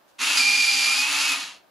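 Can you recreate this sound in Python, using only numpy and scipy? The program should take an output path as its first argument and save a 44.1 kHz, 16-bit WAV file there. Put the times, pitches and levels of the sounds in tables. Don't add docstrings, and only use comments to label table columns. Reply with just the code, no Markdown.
import sys
import numpy as np
from scipy import signal
from scipy.fft import rfft, irfft, next_fast_len
from scipy.io import wavfile
from scipy.ndimage import uniform_filter1d, map_coordinates

SR = 44100
rng = np.random.default_rng(int(sys.argv[2]) if len(sys.argv) > 2 else 0)


def materialize(psi):
    bounded = np.clip(np.atleast_2d(psi).T, -1, 1)
    quanta = np.round(bounded * 32767).astype(np.int16)
    wavfile.write(sys.argv[1], SR, quanta)


N = 74970

# (time [s], speed [turns/s])
SHAFT_SPEED = [(.185, 228), (.228, 266), (.255, 286), (.355, 287.5), (.38, 273), (.41, 266.5), (.5, 267),
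               (.68, 268), (.8, 265.5), (.93, 268), (1.0, 277.3), (1.09, 288.5), (1.2, 288), (1.28, 285),
               (1.32, 280)]
# (power on [s], power off [s], speed offset at full load [Hz], level [dB],
# left over right [dB], pole tone [dB])
MOTORS = [(0.183, 1.328, -0.5, -1, -2.5, -15), (0.191, 1.34, 4.5, -4.5, 2, 9),
          (0.196, 1.32, -5.5, -5, 3.5, -3)]
# (time [s], shaft hum [dB], rotor pole tone [dB], gear whine [dB])
TONE_LEVELS = [(.2, -56, -74, -41), (.24, -43.5, -63, -34), (.262, -55, -63, -28), (.345, -56, -62, -26.5),
               (.362, -46, -45, -27.5), (.42, -43, -47.5, -22.5), (.62, -46, -47, -20.5),
               (.76, -46.5, -49.5, -25.5), (.84, -49.5, -49.5, -26.5), (.91, -47, -47.5, -24.5),
               (1.01, -56, -48.5, -27), (1.06, -50, -45, -29), (1.11, -46.5, -46, -31.5),
               (1.2, -60, -42, -30.5), (1.26, -57, -52, -31), (1.315, -48, -53, -25.5),
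               (1.365, -53, -56, -29)]
# (time [s], shell [dB], low mids [dB], ringing under load [dB])
RATTLE_LEVELS = [(.19, -25.5, -29, -55), (.26, -24.5, -34, -51), (.345, -24, -33, -43.5),
                 (0.378, -22.5, -32, -24), (0.431, -25, -38, -30.5), (.6, -26, -39.5, -29),
                 (.78, -25, -39.5, -29.5), (.87, -24.5, -34.5, -30), (1.0, -25.5, -37, -32.5),
                 (1.05, -27.5, -35.5, -45), (1.12, -26, -33.5, -58.5), (1.2, -25, -33.5, -34.5),
                 (1.315, -25.5, -35, -45), (1.35, -28, -34.5, -54), (1.41, -26, -35.5, -54.5)]
RUNOUT_ORDERS = [8, 16]
RUNOUT_LEVELS_DB = [-39.5, -41.5]
# (frequency [Hz], level [dB], T60 [s])
PANEL_MODES = [(1205, -13, 0.11), (1333, -14, 0.2), (2260, -6.5, 0.34), (2532, -14.5, 0.12),
               (2763, -3.5, 0.044)]
# (time [s], level [dB])
LEG_CLACKS = [(1.005, -22), (1.29, -21), (1.318, -22), (1.401, -30.5)]
# (frequency [Hz], level [dB])
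SHELL_SPECTRUM = [(300, -42), (1200, -24.5), (2000, -9.5), (2700, 1.5), (3400, 0), (4300, -1), (5500, -5.5),
                  (6900, -3.5), (8500, -13.5), (10300, -7.5), (11800, -17.5), (13500, -23.5),
                  (15500, -39.5)]
LOW_MID_SPECTRUM = [(25, -41), (70, -25), (120, -32.5), (180, -15), (380, -12), (540, -10), (700, -5),
                    (950, 4), (1350, 6), (1900, 1), (3000, -7), (8000, -100.5)]
LOAD_RING_SPECTRUM = [(1000, -56), (3900, -15.5), (4450, -5.5), (4750, -5), (5050, -12.5), (5600, -17),
                      (12000, -43.5)]
RUMBLE_SPECTRUM = [(25, -43), (100, -16), (170, 3), (220, -6), (330, -13), (420, 5), (560, 1.5),
                   (900, -29.5)]
# (frequency [Hz], level [dB])
SIDE_SPECTRUM = [(100, 2.5), (1000, -9), (2500, -7), (4500, -17), (8000, -12.5), (13000, -2)]
# (frequency [Hz], T60 [s])
ROOM_T60 = [(200, 0.61), (1000, 0.33), (3500, 0.27), (7000, 0.18), (14000, 0.24)]
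# (frequency [Hz], level [dB])
AIR_SPECTRUM = [(25, -28), (120, -20.5), (200, -12), (270, -11), (370, -7), (460, -15.5), (590, -6),
                (870, -9), (1300, -12), (1650, -14), (2000, -19), (4600, -23.5), (8500, -32),
                (15000, -28.5)]
# (time [s], level [dB])
HISS_LEVEL = [(.04, -100), (.09, -65), (.13, -73.5), (.18, -74.5), (.25, -100)]

SPIN_UP_S, COAST_S, UNLOAD_S = 0.031, 0.295, 0.026
COAST_FADE_POWER, COAST_WHINE_DB = 1.616, -13.5
FREE_HZ, DROOP_HZ, MIN_LOAD = 288.87, 20, 0.25
WANDER_HZ, FLUTTER_HZ = 1.2, 1.6
TEETH, POLES = 9, 3
TOOTH_SCATTER_DB, TOOTH_PATTERN_DB, CHATTER_DB = 3, 2, 1.5
TOOTH_JITTER_S, RUB_DB = 0.00007, -4
ROUGH_DB, ROUGH_KNOTS_PER_S = 2.5, 151.4
BURST_DB, BURST_KNOTS_PER_S = 1.5, 90.2
POLE_WAVER_DB, HUM_WAVER_DB, RUMBLE_DB = 1, 3.6, -15.5
PANEL_LOW_HZ, CLACK_T60_S = 874, 0.048
GEAR_DB, GEAR_ROOM_DB, HUM_ROOM_DB = -3.5, -8, -7
ROOM_SIDE_DB, AIR_DB, AIR_SIDE_DB = -7.5, -61.5, -2.5
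TOP_HZ = 15600


def amp(db):
    return 10 ** (np.asarray(db) / 20)


def unit(x):
    return x / np.sqrt(np.mean(x ** 2) + 1e-20)


def along(points, hz):
    f, v = np.transpose(points)
    return np.interp(np.log(hz + 1), np.log(f + 1), v)


def curves(rows):
    s, *cols = np.transpose(rows)
    return [np.interp(np.arange(N) / SR, s, c) for c in cols]


def wobble(knots_per_s):
    knots = rng.standard_normal(N // 16)
    return map_coordinates(knots, [np.arange(N) * knots_per_s / SR], mode="wrap")


def filtered(x, response):
    m = next_fast_len(N + SR // 2)
    return irfft(rfft(x, m) * response(np.fft.rfftfreq(m, 1 / SR)), m)[..., :N]


def ring(x, spectrum, size=4096):
    cep = irfft(np.log(amp(along(spectrum, np.fft.rfftfreq(size, 1 / SR)))))
    cep[1:size // 2] *= 2
    cep[size // 2 + 1:] = 0
    h = irfft(np.exp(rfft(cep)))
    return signal.fftconvolve(x, h / np.linalg.norm(h))[:N]


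def motor(start_s, stop_s, offset_hz, own_pole_db, bursts):
    t = np.arange(N) / SR
    off_s = np.maximum(t - stop_s, 0)
    coast = np.clip(1 - off_s / COAST_S, 0, 1)
    running = np.clip((t - start_s) / SPIN_UP_S, 0, 1) * coast ** COAST_FADE_POWER
    shaft_hz, = curves(SHAFT_SPEED)
    load = np.clip((FREE_HZ - shaft_hz) / DROOP_HZ, MIN_LOAD, 1)
    loaded_hz = shaft_hz + load * (offset_hz + WANDER_HZ * wobble(12))
    speed_hz = coast * (loaded_hz + FLUTTER_HZ * wobble(140))
    turns = np.cumsum(speed_hz) / SR

    def tone(order):
        return np.sqrt(2) * np.sin(2 * np.pi * (order * turns + rng.random()))

    def rough_tone(order):
        return unit(tone(order) * amp(ROUGH_DB * np.minimum(wobble(ROUGH_KNOTS_PER_S), 1)))

    hum_db, pole_db, whine_db = curves(TONE_LEVELS)
    shell_db, low_db, ring_db = curves(RATTLE_LEVELS)
    whine = amp(whine_db) * bursts * rough_tone(TEETH)
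    whine_octave = amp(ring_db) * tone(2 * TEETH)
    runout = sum(amp(db) * tone(k) for k, db in zip(RUNOUT_ORDERS, RUNOUT_LEVELS_DB))
    poles = amp(pole_db + own_pole_db + POLE_WAVER_DB * wobble(45)) * rough_tone(POLES)

    knocks = teeth(turns)
    dull = 1 - coast ** 2
    knocks = (1 - dull) * knocks + dull * uniform_filter1d(knocks, size=3)
    drive = knocks * running
    rattle = ring(drive * amp(shell_db), SHELL_SPECTRUM)
    rattle += ring(drive * amp(low_db), LOW_MID_SPECTRUM)
    rattle += ring(drive * amp(ring_db), LOAD_RING_SPECTRUM)

    residue = amp(COAST_WHINE_DB)
    meshing = residue + (1 - residue) * np.exp(-off_s / UNLOAD_S)
    hum = amp(HUM_WAVER_DB * wobble(30)) * tone(0.99)
    hum += amp(RUMBLE_DB) * ring(knocks, RUMBLE_SPECTRUM)
    hum *= running * meshing * amp(hum_db)
    tones = running * meshing * (whine + whine_octave + runout + poles)
    return hum, tones + rattle + panels(drive * meshing * amp(low_db))


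def teeth(turns):
    k = np.arange(N // 8)
    time_pattern, force_pattern = rng.standard_normal((2, TEETH))[:, k % TEETH]
    time_chance, force_chance = rng.standard_normal((2, len(k)))
    at = np.interp((k + time_pattern / 2) / TEETH, turns, np.arange(N), right=2 * N)
    at += TOOTH_JITTER_S * SR * time_chance
    force = amp(TOOTH_PATTERN_DB * unit(force_pattern) + TOOTH_SCATTER_DB * force_chance)
    force *= np.sign(rng.standard_normal(len(k)) + force_pattern / 2)
    ok = (at >= 0) & (at < N - 1)
    knocks = unit(np.bincount(at[ok].astype(int), force[ok], N))
    rub = amp(RUB_DB) * rng.standard_normal(N)
    return unit((knocks + rub) * amp(CHATTER_DB * wobble(300)))


def panels(x):
    t = np.arange(SR // 5) / SR
    modes = [amp(db) * unit(amp(-60 * t / t60) * np.cos(2 * np.pi * hz * t))
             for hz, db, t60 in PANEL_MODES]
    ringing = signal.fftconvolve(x, sum(modes) / np.sqrt(len(t)))[:N]
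    return filtered(ringing, lambda hz: 1 - np.exp(-(hz / PANEL_LOW_HZ) ** 4))


def leg_clacks():
    t = np.arange(N) / SR
    force = sum(amp(db - 60 * np.abs(t - s) / CLACK_T60_S) * (t >= s) for s, db in LEG_CLACKS)
    return ring(force * rng.standard_normal(N), SHELL_SPECTRUM)


def spread(x):
    echo = rng.standard_normal(SR // 100)
    reflected = signal.fftconvolve(x, echo / np.linalg.norm(echo))[:N]
    side = filtered(reflected, lambda hz: amp(along(SIDE_SPECTRUM, hz)))
    return np.array([x + side, x - side])


def room(x):
    hz, t, z = signal.stft(rng.standard_normal((2, SR // 2)), SR, nperseg=256)
    decay = amp(-60 * t / along(ROOM_T60, hz)[:, None])
    tails = signal.istft(z * decay, SR, nperseg=256)[1]
    tails = tails / np.linalg.norm(tails[0])
    delayed = np.pad(x, (SR // 200, 0))
    mid, side = signal.fftconvolve(delayed[None], tails, axes=1)[:, :N]
    side = side * amp(ROOM_SIDE_DB)
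    return np.array([mid + side, mid - side])


def room_tone():
    air = unit(filtered(rng.standard_normal((2, N)), lambda hz: amp(along(AIR_SPECTRUM, hz))))
    hiss = unit(filtered(rng.standard_normal((2, N)), lambda hz: amp(along(SHELL_SPECTRUM, hz) / 2)))
    mid, side = amp(AIR_DB) * air + amp(curves(HISS_LEVEL)[0]) * hiss
    side = side * amp(AIR_SIDE_DB)
    return np.array([mid + side, mid - side])


def scene():
    bursts = unit(amp(BURST_DB * np.minimum(wobble(BURST_KNOTS_PER_S), 1)))
    clacks = leg_clacks()
    direct = spread(clacks)
    gears = clacks
    hums = []
    for start_s, stop_s, offset_hz, level_db, left_right_db, pole_db in MOTORS:
        hum, gear = amp(level_db) * np.array(motor(start_s, stop_s, offset_hz, pole_db, bursts))
        direct = direct + spread(gear) * amp([[left_right_db / 2], [-left_right_db / 2]])
        gears = gears + gear
        hums.append(hum)
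    hum = hums[0]
    gear_sound = amp(GEAR_DB) * (direct + amp(GEAR_ROOM_DB) * room(gears))
    hum_sound = hum + amp(HUM_ROOM_DB) * room(hum)
    return gear_sound + hum_sound + room_tone()


def record(dry):
    return filtered(dry, lambda hz: hz < TOP_HZ)


dry = scene()
out = record(dry)
materialize(out)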